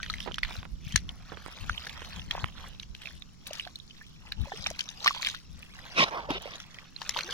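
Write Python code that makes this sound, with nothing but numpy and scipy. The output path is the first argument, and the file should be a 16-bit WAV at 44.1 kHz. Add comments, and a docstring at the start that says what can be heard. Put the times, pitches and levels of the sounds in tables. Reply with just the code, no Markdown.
"""A hand digs in a water-filled hole in a muddy field, close to the two ports of a hand-held camera.
From the start each stroke stirs grains of bubble and crackle, wet films smack open and air pockets ring.
In the first seconds taps knock beside the right port, while a breeze of low noise buffets both and dies down.
Near 4.4 s pressed bubbles fall in pitch; just before 5 s a faint insect-like tone swells and fades.
From 6 s a big squelch surges on the right, as noise and a moving resonance; more strokes and smacks end it."""
import sys
import numpy as np
from scipy import signal
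from scipy.fft import rfft, irfft, next_fast_len
from scipy.io import wavfile
from scipy.ndimage import map_coordinates

SR = 44100
rng = np.random.default_rng(int(sys.argv[2]) if len(sys.argv) > 2 else 0)


def generate_wav(signal):
    """Clip the signal to [-1, 1] and save it as 16-bit WAV at the path in sys.argv[1]."""
    frames = np.transpose(np.atleast_2d(signal))
    scaled = np.clip(frames, -1, 1) * 32767
    pcm = np.round(scaled).astype(np.int16)
    wavfile.write(sys.argv[1], SR, pcm)


N = 323253


# fingers working the mud: start_s, length_s, slosh_db, crackle_db, fizz_db
STROKES = [(0, .235, -65.5, -55.5, -82), (0.484, 0.05, -54, -52, -68), (0.877, 0.066, -67, -56, -68),
           (1.094, 0.11, -63, -77, -84), (1.3, 0.22, -59, -61.5, -79), (1.573, 0.23, -60, -55, -73),
           (1.835, .17, -54.5, -55.5, -81), (2.056, 0.14, -56.5, -55, -72), (2.324, 0.083, -51.5, -55, -70),
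           (2.586, 0.093, -56.5, -58, -81), (3.025, 0.076, -66, -56, -75), (3.487, 0.14, -61, -53.5, -72),
           (3.887, 0.2, -87, -68, -99), (4.258, 0.015, -61, -68, -101), (4.433, .12, -62, -58, -67),
           (4.584, 0.13, -60, -53, -84), (4.802, 0.25, -62, -59.5, -78), (5.04, .12, -54, -48.5, -73),
           (5.233, 0.047, -58, -45, -55), (5.58, 0.06, -65, -66.5, -71), (5.744, 0.23, -56.5, -57.5, -85.5),
           (6.436, .15, -61, -57, -82), (6.698, 0.12, -62, -64, -74), (7.025, 0.047, -55.5, -50.5, -93),
           (7.173, 0.031, -49.5, -47, -57), (7.3, .05, -48, -46, -75)]
# slurry settling between strokes: slosh_db, crackle_db, fizz_db
SETTLING_DB = [-81, -72.5, -77]
# colour of the slosh, the crackle and the fizz: pitch_hz, level_db
SLOSH = [(150, 5), (400, -9), (700, -5.5), (1200, 1.5), (1900, 0.5), (2800, -3), (5000, -60)]
CRACKLE = [(1000, -26), (2000, -14), (3200, -6), (4300, -5.5), (6000, -4.5), (8000, -15), (11000, -17),
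           (16000, -22.5)]
FIZZ = [(1500, -11), (3500, 2), (6000, -7), (8000, -0.5), (11500, -2.5), (16000, -10)]
GRIP_S, LET_GO_S = 0.056, .13  # a stroke's rise and fall, time for 20 dB
DRIPS_DB = -7.5  # stray drops among the crackle


def kneading():
    """Each stroke of the fingers stirs small bubbles, sheds drops and makes wet clay crackle and fizz."""
    levels = amp(SETTLING_DB)[:, None]
    for start, length, *level_db in STROKES:
        levels = levels + np.outer(amp(level_db), swell(start, length, GRIP_S, LET_GO_S))
    slosh, crackle, fizz = levels

    films = crackles(rate=700, spread_db=5.3, t60=.0035)
    low = films + grains(rate=900, lo_hz=450, hi_hz=2400, cycles=1.5, spread_db=3, rise=.04)
    high = films + grains(rate=900, lo_hz=1700, hi_hz=6500, cycles=2.8, spread_db=4.8, rise=.03)
    drips = grains(rate=45, lo_hz=1600, hi_hz=4200, cycles=4, spread_db=2.5, rise=.04)
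    mist = crackles(rate=220, spread_db=6.5, t60=.004)

    wet = slosh * coloured(low, SLOSH)
    wet += crackle * (coloured(high, CRACKLE) + amp(DRIPS_DB) * drips)
    wet += fizz * coloured(mist, FIZZ)
    grip = amp(1.2 * wobble(45))  # the pressure of the hand is never quite steady
    return from_hole(wet * grip, scatter_db=-4, t60=0.0095)


# wet mud films snapping open, snap and spray relative to level_db, pan positive to the left:
# start_s, level_db, cavity_hz, snap_db, spray_db, pan_db (softened by 0.8 when played)
SMACKS = [(.029, -25, 1800, -4, -18, 7), (.061, -26, 1580, -13, -17, -3),
          (0.138, -17.5, 2040, -20, -20, 1.5), (0.182, -32.5, 3060, -8.5, -20, 3),
          (.202, -23.5, 3130, -15, -10.5, -7), (.226, -32, 3600, -22, -7.5, -8),
          (.318, -25.5, 2960, -22.5, -24, -4), (.342, -24.5, 3080, -10, -12, -2),
          (.382, -16.5, 1540, -14.5, -19.5, -2.5), (.431, -10.5, 1930, -12.5, -45, 1),
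          (.448, -18.5, 1700, -11.5, -36, 2), (.565, -31.5, 3900, -34, -13, -2),
          (.922, -35, 3240, -8, 0, -10), (.958, -10.5, 1700, -7, -2.5, 3), (0.974, -26, 3340, -9, -8, -4),
          (1.09, -28.5, 3130, -9, -15, 1), (1.695, -8.5, 1450, -25.5, -29, 2),
          (1.778, -20.5, 3000, -35, -38, -7), (1.868, -28.5, 1650, -4, -14, 2),
          (1.894, -30.5, 3000, -7, -29, -11), (2.194, -28.5, 3430, -16, -31, -11),
          (2.309, -13.5, 3210, -11.5, -23, -1), (2.797, -28.5, 3730, -14, -9, -4),
          (2.83, -29.5, 2760, -16, -13.5, -3), (2.948, -33, 2500, -5.5, -12, 2),
          (3.017, -36, 2500, -5, -13, -1), (3.056, -29, 2580, -13, -24, -3),
          (3.071, -28.5, 2480, -16, -24, -3), (3.221, -31, 3630, -11.5, -19, -2),
          (3.467, -24, 3850, -11.5, -15, -2), (3.531, -28, 3240, -8, 0, 0),
          (3.596, -13.5, 2930, -22, -28, -1), (3.65, -36, 3320, -4, -30, -6),
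          (3.673, -31, 1560, -11, -24, 1), (3.756, -22.5, 4080, -44, -18, -6),
          (3.799, -34, 3740, -36, -26, -12.5), (4.32, -19.5, 4000, -8, -34, -2),
          (4.641, -24, 4100, -32, -22, -6), (4.662, -18, 2290, -7, -25, 1),
          (4.668, -20, 4080, -9.5, -1.5, -4.5), (4.791, -23.5, 3160, -6.5, -3, 2),
          (4.806, -14.5, 3110, -19.5, -23.5, 12), (4.888, -24, 3640, -15, -11, 6),
          (5.027, -26, 4270, -37, -15, -5), (5.044, -26, 1120, -2.5, 2, 2), (5.06, -16, 1390, -5.5, -21, 2),
          (5.069, -16.5, 1280, -2.5, -11, -4), (5.076, -8, 1830, -6.5, -19, 1),
          (5.083, -19.5, 1940, -9, -14, 0), (5.147, -25.5, 985, -7.5, -15, -4),
          (5.221, -22, 4160, -26, -10, 6), (5.228, -16.5, 2180, -13, -26, 4), (5.247, -28, 3580, 3, -30, 9),
          (5.261, -22, 4230, -4, -20, 0), (5.269, -18, 2260, -5, -25, 4), (5.285, -16, 4150, -14, -12, 4),
          (5.298, -21.5, 3620, -38, -8, -4), (5.346, -26.5, 1560, -7, -16.5, 6),
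          (5.628, -31.5, 2500, -15.5, -26, 2), (5.789, -29, 1890, -29, -31, 0),
          (6.082, -23, 1040, -18.5, -15, -3), (6.304, -21, 1120, -10.5, -17, 0),
          (6.555, -26.5, 3780, -20, -12, 1.5), (6.6, -35.5, 1410, -3, 0.5, -4),
          (6.743, -37.5, 3100, -10, -8, 2), (6.785, -31, 1920, -12, -32, -5),
          (6.962, -28.5, 4130, -24, -36, -10), (7.016, -22.5, 920, -7.5, -18.5, 2),
          (7.092, -18, 1960, -11, -1.5, 0.5), (7.145, -24.5, 3100, -16, -26, -10),
          (7.168, -24.5, 3660, -2, -22, 0), (7.188, -16.5, 1510, -9, -16, -5),
          (7.207, -20.5, 2480, -9, -27, 2), (7.232, -25, 4200, -40, -12, 2)]
# colour of the snap and of the spray: pitch_hz, level_db
SNAP = [(600, -26.5), (1600, -6), (2500, -2.5), (3400, 1.5), (4400, -1), (6000, -21.5), (12000, -26)]
SPRAY = [(2000, -11), (4500, 0.5), (6000, 10), (8000, -12), (11000, -11), (16000, -31)]
# a small film radiates little bass: pitch_hz, gain_db
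THIN_FILM = [(300, -8), (700, -4), (1150, 0)]
RING_S, SNAP_S, SPRAY_S = 0.009, 0.0092, 0.0088  # t60 of a smack's cavity, snap and spray


def smacks():
    """A film stretches and tears: its cavity rings a few cycles, with a snap, a spray and a few droplets."""
    out, balance_db = np.zeros(N), np.zeros(N)
    t = np.arange(-SR // 80, SR // 16) / SR
    age = np.maximum(t, 0)
    opening = 1 - np.exp(-(age / 0.00047) ** 2)
    snap_shape = amp(-60 * age / SNAP_S) * opening
    spray_shape = amp(-60 * age / SPRAY_S) * opening
    # smaller films break just before and after
    around = amp(np.where(t < 0, 60 * t / .012, -60 * t / .07))

    snaps, sprays = noise(SNAP), noise(SPRAY)
    droplets = grains(rate=600, lo_hz=1500, hi_hz=5200, cycles=3.5, spread_db=3, rise=.03)
    shreds = coloured(crackles(rate=600, spread_db=17.5, t60=0.0012), SPRAY)

    for start, level_db, cavity_hz, snap_db, spray_db, pan_db in SMACKS:
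        # the cavity's pitch climbs as it rings
        ring = amp(-60 * age / RING_S) * np.sin(2 * np.pi * cavity_hz * age * (1 + 4 * age))
        snap = amp(snap_db) * burst(snaps, snap_shape)
        spray = amp(spray_db) * burst(sprays, spray_shape)
        tearing = amp(snap_db) * burst(droplets, around) + amp(spray_db) * burst(shreds, around)
        smack = 0.96 * opening * ring + 1.74 * snap + 1.67 * spray + 0.23 * tearing
        add(out, start + t[0] + .0008, amp(level_db) * smack)
        # the balance holds until the next smack
        balance_db[max(0, round((start - .003) * SR)):] = pan_db

    out = filtered(out, lambda hz: gain(THIN_FILM, hz))
    return from_hole(out, scatter_db=-6.5, t60=0.011) * amp(np.outer([.4, -.4], balance_db))


# air pockets ringing in the water: start_s, level_db, pitch_hz, t60_s
BUBBLES = [(.001, -36, 1470, 0.046), (.03, -31, 1810, 0.036), (.099, -27.5, 1230, 0.03),
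           (.099, -25.5, 4010, 0.02), (.923, -41.5, 3070, 0.15), (.94, -39, 1820, 0.032),
           (2.351, -15, 970, 0.0069), (2.379, -23, 980, 0.018), (2.641, -32, 1080, 0.021),
           (3.508, -31, 594, .032), (3.667, -34.5, 705, 0.029), (3.908, -42, 2970, 0.019),
           (4.012, -38.5, 1740, 0.043), (4.375, -54.5, 905, .2), (4.456, -39, 870, 0.04),
           (4.47, -42.5, 586, 0.07), (4.482, -46, 960, .033), (4.519, -26, 770, 0.02),
           (4.521, -32.5, 1760, 0.025), (4.535, -38, 410, 0.057), (4.667, -24.5, 780, 0.019),
           (4.71, -24.5, 616, 0.015), (5.06, -14.5, 1120, 0.043), (5.078, -14, 1860, .021),
           (5.107, -25, 1120, 0.021), (5.164, -34.5, 940, 0.042), (5.196, -37, 1000, 0.038),
           (5.342, -34.5, 1425, .032), (6.289, -21, 570, 0.024), (6.304, -15.5, 288, 0.03),
           (6.35, -36, 372, 0.1), (6.456, -28, 574, 0.066), (6.477, -30, 668, 0.036),
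           (7.163, -17, 1025, 0.017), (7.176, -34.5, 540, 0.058), (7.242, -47, 337, 0.32),
           (7.285, -45.5, 454, 0.27), (7.291, -30, 1580, 0.038)]
# while the hand presses down: from_s, to_s
PRESSING_S = (4.35, 4.5)
RISE_OCT_PER_S = 4.36  # a bubble's pitch climbs as it nears the surface


def bubbles():
    """Each air pocket rings, wavers and climbs in pitch; pressed deeper by the hand, its pitch falls."""
    out, t = np.zeros(N), np.arange(SR // 5) / SR
    churn = wobble(350)
    for start, level_db, pitch_hz, t60 in BUBBLES:
        pressed = PRESSING_S[0] < start < PRESSING_S[1]
        glide = -RISE_OCT_PER_S if pressed else RISE_OCT_PER_S
        waver = .05 * burst(churn, np.ones_like(t))  # octaves
        pitch = pitch_hz * 2 ** (glide * np.minimum(t, t60) + waver)
        onset = 1 - np.exp(-(t * pitch_hz / 0.61) ** 2)
        ring = np.sin(2 * np.pi * np.cumsum(pitch) / SR)
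        add(out, start, amp(level_db - 60 * t / t60) * onset * ring)
    return from_hole(out, scatter_db=-2, t60=0.019)


# the mud giving way: start_s, length_s, gurgle_db, squirt_db, cavity_hz
SURGES = [(5.986, 0.0551, -27, -22, 1120), (6.065, 0.026, -40, -44.5, 850), (6.12, 0.074, -36, -50, 1050),
          (6.197, 0.064, -46.5, -54, 750), (6.303, 0.012, -33.5, -46, 920),
          (6.323, 0.059, -43.5, -42.5, 470), (6.411, .15, -51.5, -51.5, 1100)]
# colour of the gurgle and of the squirt: pitch_hz, level_db
GURGLE = [(70, -43), (160, -7), (400, -6), (600, 3), (850, 0), (1150, 5.5), (1400, 2), (2000, -1),
          (4000, -31)]
SQUIRT = [(900, -48), (1500, -7), (1800, -11), (2150, 3.5), (2900, -1), (3500, -1.5), (4400, -6.5),
          (5800, -7.5), (7600, -33.5), (11000, -32), (16000, -50)]
YIELD_S, CLOSE_S = .028, 0.0092  # a surge's rise and fall, time for 20 dB


def squelch():
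    """Off to the right, mud gives way in surges: air and water squirt out and the mud gurgles shut."""
    levels = np.zeros((2, N))
    for start, length, gurgle_db, squirt_db, _ in SURGES:
        levels += np.outer(amp([gurgle_db, squirt_db]), swell(start, length, YIELD_S, CLOSE_S))
    gurgle, squirt = levels

    low = grains(rate=900, lo_hz=300, hi_hz=1800, cycles=3, spread_db=3, rise=.05)
    low += 2 * rng.standard_normal(N)

    # the gurgle's resonance moves as the pocket changes size
    cavity_hz, = curves([(start + length / 2, hz) for start, length, _, _, hz in SURGES])
    phase = 2 * np.pi * np.cumsum(cavity_hz) / SR
    cavity = unit(wobble(260) * np.sin(phase) + wobble(260) * np.cos(phase))

    # a strong squirt merges the crackles into a hiss
    jet = np.clip(squirt / amp(-40.5), 0, 1.3)
    hiss = 1.7 * jet * rng.standard_normal(N)
    high = (crackles(rate=600, spread_db=4.6, t60=.004) + hiss) / np.hypot(1, 1.7 * jet)

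    # the bulk of the mud moves only when pushed hard
    heave = noise([(90, -26), (165, -3.0), (260, -6.5), (500, -11), (1500, -58)])
    wet = gurgle * (0.76 * coloured(low, GURGLE) + .5 * cavity + 0.3 * jet * heave)
    wet += squirt * coloured(high, SQUIRT)
    return ports(wet, lead=-0.00024, scatter_db=-7.5, t60=0.012)  # the right port hears it first


# finest droplets pricking the water: start_s, level_db (played 10 dB lower)
PRICKS = [(3.098, -48), (2.684, -36), (3.473, -20.5), (3.533, -28), (3.598, -38), (3.673, -44),
          (3.757, -33), (4.025, -43), (6.421, -30)]


def pricks():
    """The finest droplets land with a thin, very high tick of fading noise."""
    out, t = np.zeros(N), np.arange(SR // 40) / SR
    hiss = noise([(4000, -20), (7000, 2), (11000, -0.5), (16000, -2)])
    for start, level_db in PRICKS:
        add(out, start, amp(level_db - 10.0) * burst(hiss, amp(-60 * t / 0.014)))
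    return from_hole(out, scatter_db=-6, t60=0.01)


# dull taps and rubs on the camera body: start_s, level_db, rub_t60_s
TAPS = [(0.262, -29.5, 0.067), (0.275, -21.5, 0.077), (0.313, -26, 0.0069), (0.508, -31.5, 0.046),
        (0.630, -27.5, 0.013), (0.653, -31, 0.024), (1.32, -29, 0.098), (1.372, -26, 0.014),
        (1.462, -21, 0.01), (1.483, -31, 0.016), (2.019, -18.5, 0.01), (2.443, -9, 0.0062)]
# colour of a rub on the body: pitch_hz, level_db
CASE = [(60, -31), (200, 0.5), (500, -2.5), (1100, -4), (2200, -16.5), (4000, -23), (7000, -30),
        (16000, -84)]


def taps():
    """Fingers knock and rub on the camera body by the right port: a short pulse and fading noise."""
    out, t = np.zeros(N), np.arange(SR // 8) / SR
    u = t / .0004
    knock = 2 * (1 - u) * np.exp(-u) * (1 - np.exp(-t / .00007))
    rubs = noise(CASE)
    for start, level_db, t60 in TAPS:
        rub = burst(rubs, amp(-60 * t / t60))
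        add(out, start, amp(level_db) * (0.69 * knock + 0.5 * rub))
    return out * amp([[-17], [0]])  # left, right


# the dying breeze: time_s, buffet_db
BREEZE = [(0, -45.5), (1.05, -46), (1.5, -56), (2.3, -46), (2.7, -49.5), (3.4, -58.5), (4.9, -58),
          (6.3, -53), (6.9, -65.5), (7.33, -64)]
# gusts on the ports, pan positive to the left: start_s, length_s, level_db, pan_db
GUSTS = [(0.092, 0.1, -49.5, 16), (0.227, .17, -54, -5), (0.985, 0.11, -43.5, 0), (1.304, .05, -52, -10),
         (1.62, .12, -45.5, 12), (2.17, 0.024, -45, 17), (2.28, 0.19, -46.5, 9), (3.14, 0.026, -47.5, 11),
         (2.9, 0.057, -52.5, -7), (4.153, 0.17, -59, 15), (4.396, 0.043, -40, 20.5),
         (4.587, 0.013, -46, 21.5), (4.667, 0.054, -47, 11), (5.493, 0.094, -51.5, 12),
         (5.996, .05, -57, 4), (6.283, 0.1, -48, 8), (7.094, 0.035, -50, 6), (7.28, .05, -57, 5)]
# single puffs of air: start_s, level_db (played 3.5 dB lower), pitch_hz, left_share (0-1)
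PUFFS = [(0.45, -24, 36.2, 0), (0.589, -21, 77.5, 1), (0.739, -21, 48, 0.2), (0.871, -20.5, 124, 1),
         (0.947, -13, 139, 1), (.966, -17, 68, 1), (1.714, -20.5, 59.5, .7), (2.442, -16.5, 90, 0.95),
         (4.392, -22, 65, 1), (4.413, -15, 78, 1), (1.625, -22.5, 82, 1), (2.905, -31, 55, .1)]
# colour of the buffeting: pitch_hz, level_db
RUMBLE = [(10, -22.5), (30, -0.5), (70, -2), (110, -11), (190, -8.5), (300, -25.5), (600, -39), (2000, -71)]
GUST_EDGE_S = 0.039  # a gust's rise and fall, time for 20 dB


def wind():
    """A dying breeze buffets each port on its own as low noise, with short gusts and single puffs on top."""
    breeze = amp(curves(BREEZE)[0] + 1.36 * np.array([wobble(19), wobble(38)]))
    gusts = np.zeros((2, N))
    for start, length, level_db, pan_db in GUSTS:
        sides = amp([level_db + pan_db / 2, level_db - pan_db / 2])
        gusts += np.outer(sides, swell(start, length, GUST_EDGE_S, GUST_EDGE_S))
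    air = np.hypot(breeze, gusts) * np.array([noise(RUMBLE), noise(RUMBLE)])

    t = np.arange(-SR // 25, SR // 25) / SR
    for start, level_db, hz, left in PUFFS:
        shape = np.exp(-(t * hz / 0.56) ** 2)
        puff = amp(level_db - 3.5) * shape * np.sin(2 * np.pi * (hz * t + rng.random()))
        add(air, start + t[0], np.outer([left, 1 - left], puff))
    return air


# colour of the open field and of the insect-like band: pitch_hz, level_db
FIELD = [(25, 2.5), (60, -9.5), (170, -1.5), (330, -15.5), (600, -28.5), (1200, -24), (2200, -33),
         (3200, -33.5), (4300, -23.5), (5500, -24.5), (7000, -24.5), (9000, -46), (16000, -43)]
INSECTS = [(4400, -57), (5050, -23), (5300, -18), (5650, -12), (6500, -63)]
# level of the insect-like band: time_s, level_db
CHORUS = [(0, -67), (3.3, -68), (3.85, -67), (4.4, -67), (7.33, -69)]
# one faint insect-like tone, rise and fall overlapping so that it peaks 10 dB below level_db:
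# rise_end_s, fall_start_offset_s, level_db, pitch_hz
TRILL = (5, -0.2, -56, 5180)


def field():
    """The open field hisses faintly, with a thin high noise band like far insects and one wavering tone."""
    rise_end, fall_start_offset, level_db, pitch_hz = TRILL
    tone = wobble(120) * np.sin(2 * np.pi * pitch_hz * np.arange(N) / SR)
    trill = amp(level_db) * swell(rise_end, fall_start_offset, .25, .15) * tone
    chorus_db, = curves(CHORUS)
    sides = []
    for _ in range(2):
        hiss = amp(-55.0) * noise(FIELD)
        chorus = amp(chorus_db + 1.4 * wobble(2.87)) * noise(INSECTS)
        sides.append(hiss + chorus)
    return trill + np.array(sides)


# how far the left port leads as the digging shifts: time_s, lead_s
BEARING = [(0, 0), (1.1, 0), (1.7, .00008), (2.8, .00005), (3.4, .00012), (5.35, .00015), (5.65, -.0001),
           (6.8, -.0001), (7, .00004), (7.33, 0)]


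def from_hole(x, scatter_db, t60):
    """A sound from the digging reaches the ports with a delay between them that drifts over time."""
    return ports(x, curves(BEARING)[0], scatter_db, t60)


# colour of the scatter off the clods: pitch_hz, gain_db
HOLLOW = [(200, -13.5), (1000, 1.5), (2200, 2), (3500, 8.5), (8000, 6)]


def ports(x, lead, scatter_db, t60):
    """A sound reaches the two ports a little apart, followed by ever-changing scatter off the clods."""
    n = np.arange(N)
    direct = np.array([map_coordinates(x, [n + side * lead * SR / 2], order=5) for side in (1, -1)])
    t = np.arange(SR // 12) / SR
    # a quick fade over a weaker, slower one
    fade = amp(-60 * t / t60) + amp(-27 - 60 * t / .1)
    scatter = np.zeros((2, N))
    for start in range(0, N, SR // 20):
        tail = rng.standard_normal((2, len(t))) * fade / np.linalg.norm(fade)
        piece = x[None, start:start + SR // 20]
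        add(scatter, start / SR, signal.fftconvolve(piece, tail, axes=1))
    return direct + amp(scatter_db) * filtered(scatter, lambda hz: gain(HOLLOW, hz))


def grains(rate, lo_hz, hi_hz, cycles, spread_db, rise):
    """A stream of tiny bubbles: softly starting damped sines whose pitch climbs as they fade."""
    u = rng.random((int(rate * N / SR), 4))
    t = np.arange(SR // 70) / SR
    hz = lo_hz * (hi_hz / lo_hz) ** u[:, 1:2]
    age = t * hz / (cycles * (.5 + u[:, 2:3]))
    size = amp(-spread_db * np.log(1 - .97 * u[:, 3:4]))  # a few are much bigger
    envelope = size * np.exp(-age) * np.minimum(t * hz, 1)
    waves = envelope * np.sin(2 * np.pi * hz * t * (1 + rise * age))
    where = (u[:, :1] * N).astype(int) + np.arange(len(t))
    return unit(np.bincount(where.ravel(), waves.ravel(), N)[:N])


def crackles(rate, spread_db, t60):
    """Tiny films breaking at random: very short noise bursts of very uneven size, at rms 1."""
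    u = rng.random((int(rate * N / SR), 2))
    size = amp(-spread_db * np.log(1 - .97 * u[:, 1]))
    power = np.bincount((u[:, 0] * N).astype(int), size ** 2, N)
    life = amp(-120 * np.arange(SR // 50) / SR / t60)  # power decay
    envelope = np.sqrt(np.abs(signal.fftconvolve(power, life)[:N]))
    return unit(envelope * rng.standard_normal(N))


def burst(stream, envelope):
    """A random stretch of a stream, shaped by an envelope and given that envelope's energy."""
    start = rng.integers(0, N - len(envelope))
    return unit(stream[start:start + len(envelope)] * envelope) * np.sqrt(np.mean(envelope ** 2))


def swell(start, length, rise_s, fall_s):
    """Rise until start, fall from start + length; the edges change by 20 dB in rise_s and fall_s."""
    t = np.arange(N) / SR
    outside = np.maximum((start - t) / rise_s, (t - start - length) / fall_s)
    return amp(-20 * np.clip(outside, 0, 10))


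def wobble(rate):
    """A smooth random curve, rate knots a second."""
    knots = rng.standard_normal(int(N * rate / SR) + 4)
    return map_coordinates(knots, [np.arange(N) * rate / SR])


def noise(points):
    """Fresh noise of rms 1 with the given spectrum."""
    return coloured(rng.standard_normal(N), points)


def coloured(x, points):
    """x filtered by a spectrum's gain curve, at rms 1."""
    return unit(filtered(x, lambda hz: gain(points, hz)))


def filtered(x, response):
    """x times a response of frequency."""
    n = x.shape[-1]
    m = next_fast_len(n + 4096)  # padding keeps the end from wrapping onto the start
    return irfft(rfft(x, m) * response(np.fft.rfftfreq(m, 1 / SR)), m)[..., :n]


def gain(points, hz):
    """Gain of (Hz, dB) points on a log axis."""
    f, db = np.transpose(points)
    return amp(np.interp(np.log(hz + 1), np.log(f), db))


def curves(rows):
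    """One value per sample for each column after the time."""
    s, *cols = np.transpose(rows)
    return [np.interp(np.arange(N) / SR, s, c) for c in cols]


def amp(db):
    """Decibels to gain."""
    return 10 ** (np.asarray(db) / 20)


def unit(x):
    """Scale to rms 1."""
    return x / np.sqrt(np.mean(x ** 2) + 1e-20)


def add(track, s, sound):
    """Mix a sound into a track at time s."""
    start = max(0, round(s * SR))
    track[..., start:start + sound.shape[-1]] += sound[..., :N - start]


def scene():
    """Mud and water, with the air and the handling around them."""
    mud = kneading() + smacks() + squelch()
    water = bubbles() + pricks()
    return mud + water + taps() + wind() + field()


# tone of the right port relative to the left: pitch_hz, gain_db
RIGHT_PORT = [(300, 1.5), (3300, 3), (4700, -4.5), (6000, -8), (7300, -20), (8800, -26), (10500, -4),
              (15000, -21)]
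TOP_HZ = 16200  # band limit


def record(dry):
    """The right port is duller than the left; nothing passes above the band limit."""
    return filtered(dry, lambda hz: np.array([np.ones_like(hz), gain(RIGHT_PORT, hz)]) * (hz < TOP_HZ))


dry = scene()
out = record(dry)
generate_wav(out)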